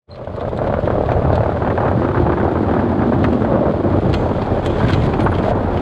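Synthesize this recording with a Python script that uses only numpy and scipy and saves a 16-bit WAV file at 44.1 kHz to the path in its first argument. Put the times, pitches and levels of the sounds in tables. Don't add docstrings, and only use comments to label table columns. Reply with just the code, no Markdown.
import sys
import numpy as np
from scipy import signal
from scipy.fft import rfft, irfft, next_fast_len
from scipy.io import wavfile
from scipy.ndimage import uniform_filter1d, map_coordinates

SR = 44100
rng = np.random.default_rng(int(sys.argv[2]) if len(sys.argv) > 2 else 0)


def put_to_file(sound):
    columns = np.atleast_2d(sound).T
    safe = np.clip(columns, -1, 1)
    whole_steps = np.round(safe * 32767)
    wavfile.write(sys.argv[1], SR, whole_steps.astype(np.int16))


N = 256220
T = np.arange(N) / SR


def amp(db):
    return 10 ** (np.asarray(db) / 20)


def unit(x):
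    return x / np.sqrt(np.mean(x ** 2) + 1e-20)


def automation(points):
    return np.interp(T, *np.transpose(points))


def fade_in(power):
    return np.clip(T / 0.85, 1e-6, 1) ** power


def swells(rows, rise_s, fall_s):
    return sum(db * np.clip(np.minimum((T - s) / rise_s, 1 - (T - s - length) / fall_s), 0, 1)
               for s, length, db in rows)


def wobble(rate):
    return map_coordinates(rng.standard_normal(int(N * rate / SR) + 4), [T * rate])


def eq(x, outline):
    size = 2 * next_fast_len(len(x) // 2 + 2048)
    hz, db = np.transpose(outline)
    bin_db = np.interp(np.log(np.fft.rfftfreq(size, 1 / SR) + 1), np.log(hz), db)
    cepstrum = irfft(np.log(amp(bin_db)), size)
    cepstrum[1:size // 2] *= 2
    cepstrum[size // 2 + 1:] = 0
    return irfft(rfft(x, size) * np.exp(rfft(cepstrum)), size)[:len(x)]


def levelled(x, window_s):
    size = int(window_s * SR) + 1
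    power = uniform_filter1d(uniform_filter1d(x ** 2, size), size)
    return x / np.sqrt(np.abs(power) + 1e-12)


def add(track, s, sound):
    room = track[max(round(s * SR), 0):][:len(sound)]
    room += sound[:len(room)]


def contacts(rate, jitter, spread_db):
    gap, size, side = rng.standard_normal((4000, 3)).T
    at = (np.cumsum(np.exp(jitter * gap - jitter ** 2 / 2)) / rate * SR).astype(int)
    strength = amp(spread_db * np.tanh(size / 2) * 2) * np.sign(side)
    return np.bincount(at[at < N], strength[at < N], N)


def shaken(blows, t60, share):
    t = np.arange(SR // 4) / SR
    energy = np.abs(signal.fftconvolve(blows ** 2, amp(-60 * t / t60) ** 2)[:N])
    buzz = unit(np.sqrt(energy) * rng.standard_normal(N))
    return np.sqrt(1 - share) * unit(blows) + np.sqrt(share) * buzz


def hit(outline, t60, push):
    t = np.arange(SR // 6) / SR
    force = amp(-60 * t / t60) * rng.standard_normal(len(t))
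    force[0] += push * np.linalg.norm(force)
    sound = eq(force, outline)
    return sound / np.abs(sound).max()


def wheel_jolts():
    jolts = contacts(rate=37, jitter=0.22, spread_db=2.5)
    clearance = round(KNOCK_BEAT_S * SR * 0.75)
    for s, *_ in knock_times():
        at = round(s * SR)
        jolts[at - clearance:at + clearance] = 0
        jolts[at] = 1
    return jolts


# f/Hz, level/dB
CAR_EQ = [(20, -32.5), (45, -26.5), (65, -6), (88, -0.5), (108, -1.5), (150, -7), (200, -10.5),
          (260, -33.5), (600, -95.5)]
# t/s, length/s, boost/dB
CAR_SHUDDERS = [(1.08, 0.32, 5.5), (1.86, 0.1, 6.5), (2.11, 0.17, 5.5), (3.1, 0.19, 3.5), (3.87, .29, 5),
                (4.76, 0.304, 6), (5.13, 0.255, 3.5)]

def car_rumble(drive):
    level_db = -21.5 + swells(CAR_SHUDDERS, rise_s=0.096, fall_s=0.03)
    return fade_in(power=1) * amp(level_db) * levelled(eq(drive, CAR_EQ), window_s=0.12)


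# f/Hz, level/dB
TIMBER_EQ = [(90, -36), (170, -14), (205, 0.5), (240, 1), (280, -0.5), (350, 1), (470, -11.5), (620, -24),
             (1400, -86)]
# t/s, level/dB
TIMBER_FADER = [(1.0, -25), (1.55, -25), (2.05, -22), (2.95, -18.5), (3.95, -19.5), (4.6, -24.5),
                (4.82, -20), (5.8, -24)]

def timber_boom(drive):
    boom = levelled(eq(drive, TIMBER_EQ), window_s=0.94)
    return fade_in(power=1.28) * amp(automation(TIMBER_FADER)) * boom


# f/Hz, level/dB
FLAT_EQ = [(200, -28), (390, -2), (490, 2), (600, 7.5), (720, -3.5), (900, -13.5), (1150, -9),
           (1550, -24.5), (2000, -40), (2800, -41.5), (5000, -84)]
# f/Hz, level/dB
BEND_EQ = [(200, -29), (400, 4), (600, 1), (800, 1.5), (1100, -7), (1500, -11), (1780, -17.5),
           (2100, -25.5), (2800, -33), (5000, -69.5)]
# t/s, bend share/0-1
BEND_MIX = [(0, 0.1), (1.45, 0.4), (1.8, 0.6), (2.2, 0.97), (3.1, 0.8), (3.55, 0.3), (4.3, 0.71),
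            (5.8, 0.94)]
# t/s, length/s, boost/dB
CHATTER_SWELLS = [(0.1, 0.13, 5), (0.33, 0.098, 8.5), (0.58, 0.12, 4), (1.03, 0.32, 2.5), (1.74, 0.12, 4),
                  (3.45, 0.289, 5), (3.88, 0.086, 2), (4.15, 0.16, 0.5), (5.37, 0.1, 4.5)]

def wheel_chatter(drive_flat, drive_bent):
    bend = automation(BEND_MIX)
    flat = np.sqrt(1 - bend) * levelled(eq(drive_flat, FLAT_EQ), window_s=0.13)
    bent = np.sqrt(bend) * levelled(eq(drive_bent, BEND_EQ), window_s=0.39)
    level_db = -24 + 1.33 * bend + swells(CHATTER_SWELLS, rise_s=0.079, fall_s=0.025)
    return fade_in(power=1) * amp(level_db) * (flat + bent)


# t/s, level/dB
BUMP_FADER = [(0, -1), (1.5, -4.5), (1.8, -2), (2.6, -4), (3.5, -9), (4.1, -13), (5.8, -5)]

def rolling():
    bumps = amp(automation(BUMP_FADER))
    jolts = wheel_jolts()
    grit = contacts(rate=400, jitter=0.8, spread_db=2.5)

    def drive(grit_db):
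        jolting = bumps * shaken(jolts, t60=0.068, share=0.66)
        return jolting + amp(grit_db) * shaken(grit, t60=0.054, share=0.69)

    car = car_rumble(drive(grit_db=7.5))
    timber = timber_boom(drive(grit_db=-4))
    wheels = wheel_chatter(drive(grit_db=4), drive(grit_db=7))
    return car + timber + wheels, bumps * jolts


# f/Hz, level/dB
WIND_EQ = [(12, -9.5), (25, -12), (45, 8.5), (75, -11), (300, -80.5)]
# t/s, level/dB
WIND_FADER = [(1.15, -32), (1.6, -41.5), (3.7, -44.5), (4.1, -31), (5.8, -28.5)]

def wind():
    buffet = levelled(eq(rng.standard_normal(N), WIND_EQ), window_s=0.5)
    return fade_in(power=1.2) * amp(automation(WIND_FADER)) * buffet


# f/Hz, level/dB
RATTLE_EQ = [(1000, -6.5), (2000, 2), (2800, -4.5), (3250, -2.5), (4000, -7), (4700, -11.5), (5600, -21),
             (7600, -23), (8800, -29), (10800, -29.5), (11600, -38.5), (13000, -38), (15000, -60)]
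# t/s, level/dB
RATTLE_FADER = [(1.0, -46), (3.9, -44), (4.2, -42.5), (4.6, -42.5), (5.03, -39.5), (5.55, -47),
                (5.8, -42.5)]

def rattle(jolts):
    hiss = rng.standard_normal(N) + amp(-6) * shaken(jolts, t60=0.13, share=0.96)
    ticks = amp(-3.5) * shaken(contacts(rate=48, jitter=0.8, spread_db=0), t60=0.059, share=0.74)
    return fade_in(power=0.71) * amp(automation(RATTLE_FADER)) * unit(eq(hiss + ticks, RATTLE_EQ))


# t/s, length/s, f/Hz, level/dB, tail t60/s
SQUEAK_CUES = [(0.105, 0.04, 4150, -48, 0.4), (5.215, 0.042, 9430, -52.5, .7), (5.3, .04, 9400, -59, 1.3)]

def squeaks():
    out = np.zeros(N)
    for s, length, hz, db, t60 in SQUEAK_CUES:
        progress = np.clip((T - s) / length, 0, 1)
        arch = np.sqrt(4 * progress * (1 - progress))
        phase = 2 * np.pi * np.cumsum(hz + 85 * wobble(990)) / SR
        tone = np.sin(phase) + amp(-29) * np.sin(2 * phase)
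        out += amp(db + 4.3 * wobble(190)) * arch * tone
        tail_db = -10.5 - 60 * np.maximum(T - s - length, 0) / t60 + 3 * wobble(54)
        out += amp(db + tail_db) * progress * np.sin(2 * np.pi * hz * T)
    return out


# f/Hz, level/dB, t60/s
STEEL_MODES = [(2060, -3.5, 0.2), (2475, -6, 0.24), (2900, -9, 0.16), (3180, -2.5, 0.14), (3410, -4, 0.15),
               (4240, -0.5, 0.08), (6300, -22, 0.73), (6100, -12, 0.082), (6492, -26, 0.8), (7470, -23, .6)]

def steel_ring(scatter_db):
    t = np.arange(SR // 2) / SR
    hz, db, t60 = np.transpose(STEEL_MODES)[:, :, None]
    size, detune = rng.standard_normal((2, len(STEEL_MODES), 1))
    decays = amp(db + scatter_db * size - 60 * t / t60)
    return np.sum(decays * np.sin(2 * np.pi * hz * (1 + 0.0024 * detune) * t), axis=0)


# f/Hz, level/dB
CRACK_EQ = [(300, -31), (1200, 11), (2400, 1.5), (3400, -2.5), (4200, -5), (5500, -16.5), (8000, -34),
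            (14000, -52.5)]
# f/Hz, level/dB
SHINE_EQ = [(3000, -28), (6500, 6), (7800, 6.5), (10000, -6), (12000, -6), (15000, -25.5)]
# t/s, level/dB, relative shine/dB, struck part's f/Hz
CLANK_CUES = [(0.157, -35.5, -28, 4100), (0.2478, -36, -24, 3220), (0.3616, -33.5, -19.5, 4300),
              (0.408, -27.5, -28.5, 3600), (0.491, -35, -18, 3500), (0.574, -26.5, -16, 3980),
              (0.675, -28.5, -28, 3500), (0.858, -28.5, -27, 3220), (1.06, -27.5, -27, 3800),
              (1.1181, -20, -30, 2400), (1.328, -26.5, -31, 3800), (1.355, -22.5, -22, 3800),
              (3.242, -20, -24, 2720), (3.3297, -26.5, -19, 2820), (4.097, -27, -15, 4270),
              (4.14, -11.5, -23.5, 3370), (4.418, -24.5, -29, 4500), (4.661, -15, -17.5, 3300),
              (4.884, -18, -29, 2450), (4.9028, -18, -22, 3400), (4.934, -13, -26.5, 3900),
              (5.137, -22.5, -31, 2520), (5.205, -17.5, -22, 2350), (5.351, -22, -28, 3300),
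              (5.3846, -21.5, -25, 3300), (5.493, -31, -18, 3000), (5.773, -25.5, -30, 3000)]

def clanks():
    out = np.zeros(N)
    touch_lead_s, touch_db = 0.01, -9
    for s, db, shine_db, part_hz in CLANK_CUES:
        part = signal.iirpeak(part_hz, Q=7, fs=SR)
        for at, level in ((s - touch_lead_s, db + touch_db), (s, db)):
            crack = amp(level - 2) * hit(CRACK_EQ, t60=0.052, push=0.38)
            add(out, at, crack + amp(5.5) * signal.lfilter(*part, crack))
            add(out, at, amp(level + shine_db) * hit(SHINE_EQ, t60=0.042, push=0.2))
        add(out, s, amp(1.6 * db - 14.5) * steel_ring(scatter_db=1.2))
    return out


# t/s, count, level/dB, relative edge/dB
KNOCK_CUES = [(0.273, 1, -17.5, -9), (0.45, 1, -11, -11.5), (0.481, 1, -9.5, -19), (0.531, 1, -11.5, -16),
              (0.589, 6, -10, -9.5), (0.739, 1, -7, -8), (0.771, 1, -13.5, -5), (0.789, 1, -7.5, -19),
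              (0.875, 2, -5, -9.5), (0.955, 4, -6, -21), (1.09, 2, -8, -7.5), (1.167, 4, -9.5, -14.5),
              (1.303, 2, -7, -11), (1.379, 4, -5.5, -14), (1.492, 2, -6, -12), (1.569, 1, -11, -5.5),
              (1.62, 4, -9, -5), (1.776, 2, -14, 0.5), (1.853, 2, -10, -3), (1.914, 1, -9, -7.5),
              (2.019, 2, -12.5, -1.5), (2.088, 1, -15.5, 2.5), (2.145, 2, -14, 3.5), (2.266, 3, -11.5, -1),
              (2.372, 2, -11.5, -3), (2.452, 2, -10.5, -9), (2.554, 1, -13, -0.5), (2.683, 5, -10, -5.5),
              (2.992, 2, -15.5, 0.5), (3.122, 1, -10.5, -2.5), (3.242, 1, -9, -1.5), (3.42, 2, -8.5, -6),
              (3.523, 1, -6, -21), (3.986, 1, -6, -21), (4.259, 1, -15, -20), (4.801, 2, -18, 4.5),
              (4.896, 1, -10, -1), (5.262, 1, -8.5, 3), (5.318, 1, -14, 2), (5.478, 1, -18, -1),
              (5.511, 1, -6, -11)]
KNOCK_BEAT_S = 0.0272

def knock_times():
    return [(s + beat * KNOCK_BEAT_S, db, edge_db)
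            for s, count, db, edge_db in KNOCK_CUES for beat in range(count)]


# f/Hz, level/dB
KNOCK_EQ = [(60, -8.5), (250, -11), (450, 2), (620, 3.5), (850, -4.5), (1100, -20.5), (1800, -30),
            (4000, -75.5), (15000, -100)]
# f/Hz, level/dB
EDGE_EQ = [(400, -39.5), (900, 6.5), (1520, 3), (2050, -11.5), (3000, -23), (6000, -48), (15000, -76.5)]

def knocks():
    out = np.zeros(N)
    for s, db, edge_db in knock_times():
        pitch, flight = rng.standard_normal(2)
        retuned_eq = np.multiply(KNOCK_EQ, [np.exp(0.05 * pitch), 1])
        add(out, s, amp(db) * hit(retuned_eq, t60=0.031, push=1.66))
        flight_s = 0.009 * 2 ** (flight / 2)
        rebound = np.interp(s, *np.transpose(BEND_MIX)) / 2
        for at, share in ((s, 1 - rebound), (s + flight_s, rebound)):
            add(out, at, np.sqrt(share) * amp(db + edge_db) * hit(EDGE_EQ, t60=0.04, push=0.24))
    return out


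# t/s, length/s, f/Hz, level/dB
HOLLOW_CUES = [(1.552, 0.35, 385, -26.5), (1.88, .6, 343.4, -23), (2.646, 0.88, 235, -21),
               (3.806, 0.65, 419, -28.5), (4.244, .05, 639, -21.5), (4.537, .07, 542, -23),
               (5.45, 0.085, 688, -18.5)]

def hollow_timber(jolts):
    out = np.zeros(N)
    drive = shaken(jolts, t60=0.13, share=0.99)
    for s, length, hz, db in HOLLOW_CUES:
        progress = np.clip((T - s) / length, 0, 1)
        arch = np.sqrt(4 * progress * (1 - progress))
        tone = signal.lfilter(*signal.iirpeak(hz, Q=12, fs=SR), drive)
        tone = signal.lfilter(*signal.iirpeak(hz, Q=2, fs=SR), tone)
        out += amp(db) * arch * levelled(tone, window_s=length / 2)
    return out


# f/Hz, level/dB
CHAIN_EQ = [(1200, -15.5), (2400, 13.5), (3400, 19), (4400, 3), (5400, 0.5), (6400, -1.5), (7800, -1.5),
            (8900, -15.5), (10600, -11), (11600, -20), (13500, -25.5), (15000, -31.5)]
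# t/s, level/dB
CHAIN_FADER = [(3.95, -80), (4.2, -44), (4.55, -59.5), (4.68, -47.5), (5.0, -45), (5.27, -59), (5.48, -46),
               (5.55, -59)]

def lift_chain():
    links = shaken(contacts(rate=38, jitter=0.99, spread_db=3), t60=0.046, share=1)
    ringing = unit(signal.fftconvolve(links, steel_ring(scatter_db=1))[:N])
    return amp(automation(CHAIN_FADER)) * unit(eq(links + amp(-11.5) * ringing, CHAIN_EQ))


# t/s, length/s, level/dB
SCRAPE_CUES = [(4.76, .2, -39), (5.007, 0.069, -37.5), (5.419, .105, -38.5)]

def dog_scrapes():
    out = np.zeros(N)
    ramp_s = 0.013
    slips = shaken(contacts(rate=170, jitter=0.7, spread_db=2.5), t60=0.07, share=0.6)
    rasp = unit(eq(slips, RATTLE_EQ))
    for s, length, db in SCRAPE_CUES:
        gate = np.clip(np.minimum(T - s, s + length - T) / ramp_s, 0, 1)
        out += amp(db) * gate * rasp
    return out


def scene():
    bed, jolts = rolling()
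    ride = bed + hollow_timber(jolts) + knocks()
    steel = rattle(jolts) + lift_chain() + dog_scrapes() + clanks() + squeaks()
    return (ride + steel + wind())[None]


# t/s, level/dB
MASTER_FADER = [(0.066, -45), (0.08, -13), (0.1, 0)]

def record(dry):
    ceiling, top_hz = 0.8, 15100
    faded = dry * amp(automation(MASTER_FADER))
    rounded = faded / (1 + np.abs(faded / ceiling) ** 6) ** (1 / 6)
    size = next_fast_len(N + SR // 2)
    passband = np.fft.rfftfreq(size, 1 / SR) < top_hz
    return irfft(rfft(rounded, size) * passband, size)[:, :N]


dry = scene()
out = record(dry)
put_to_file(out)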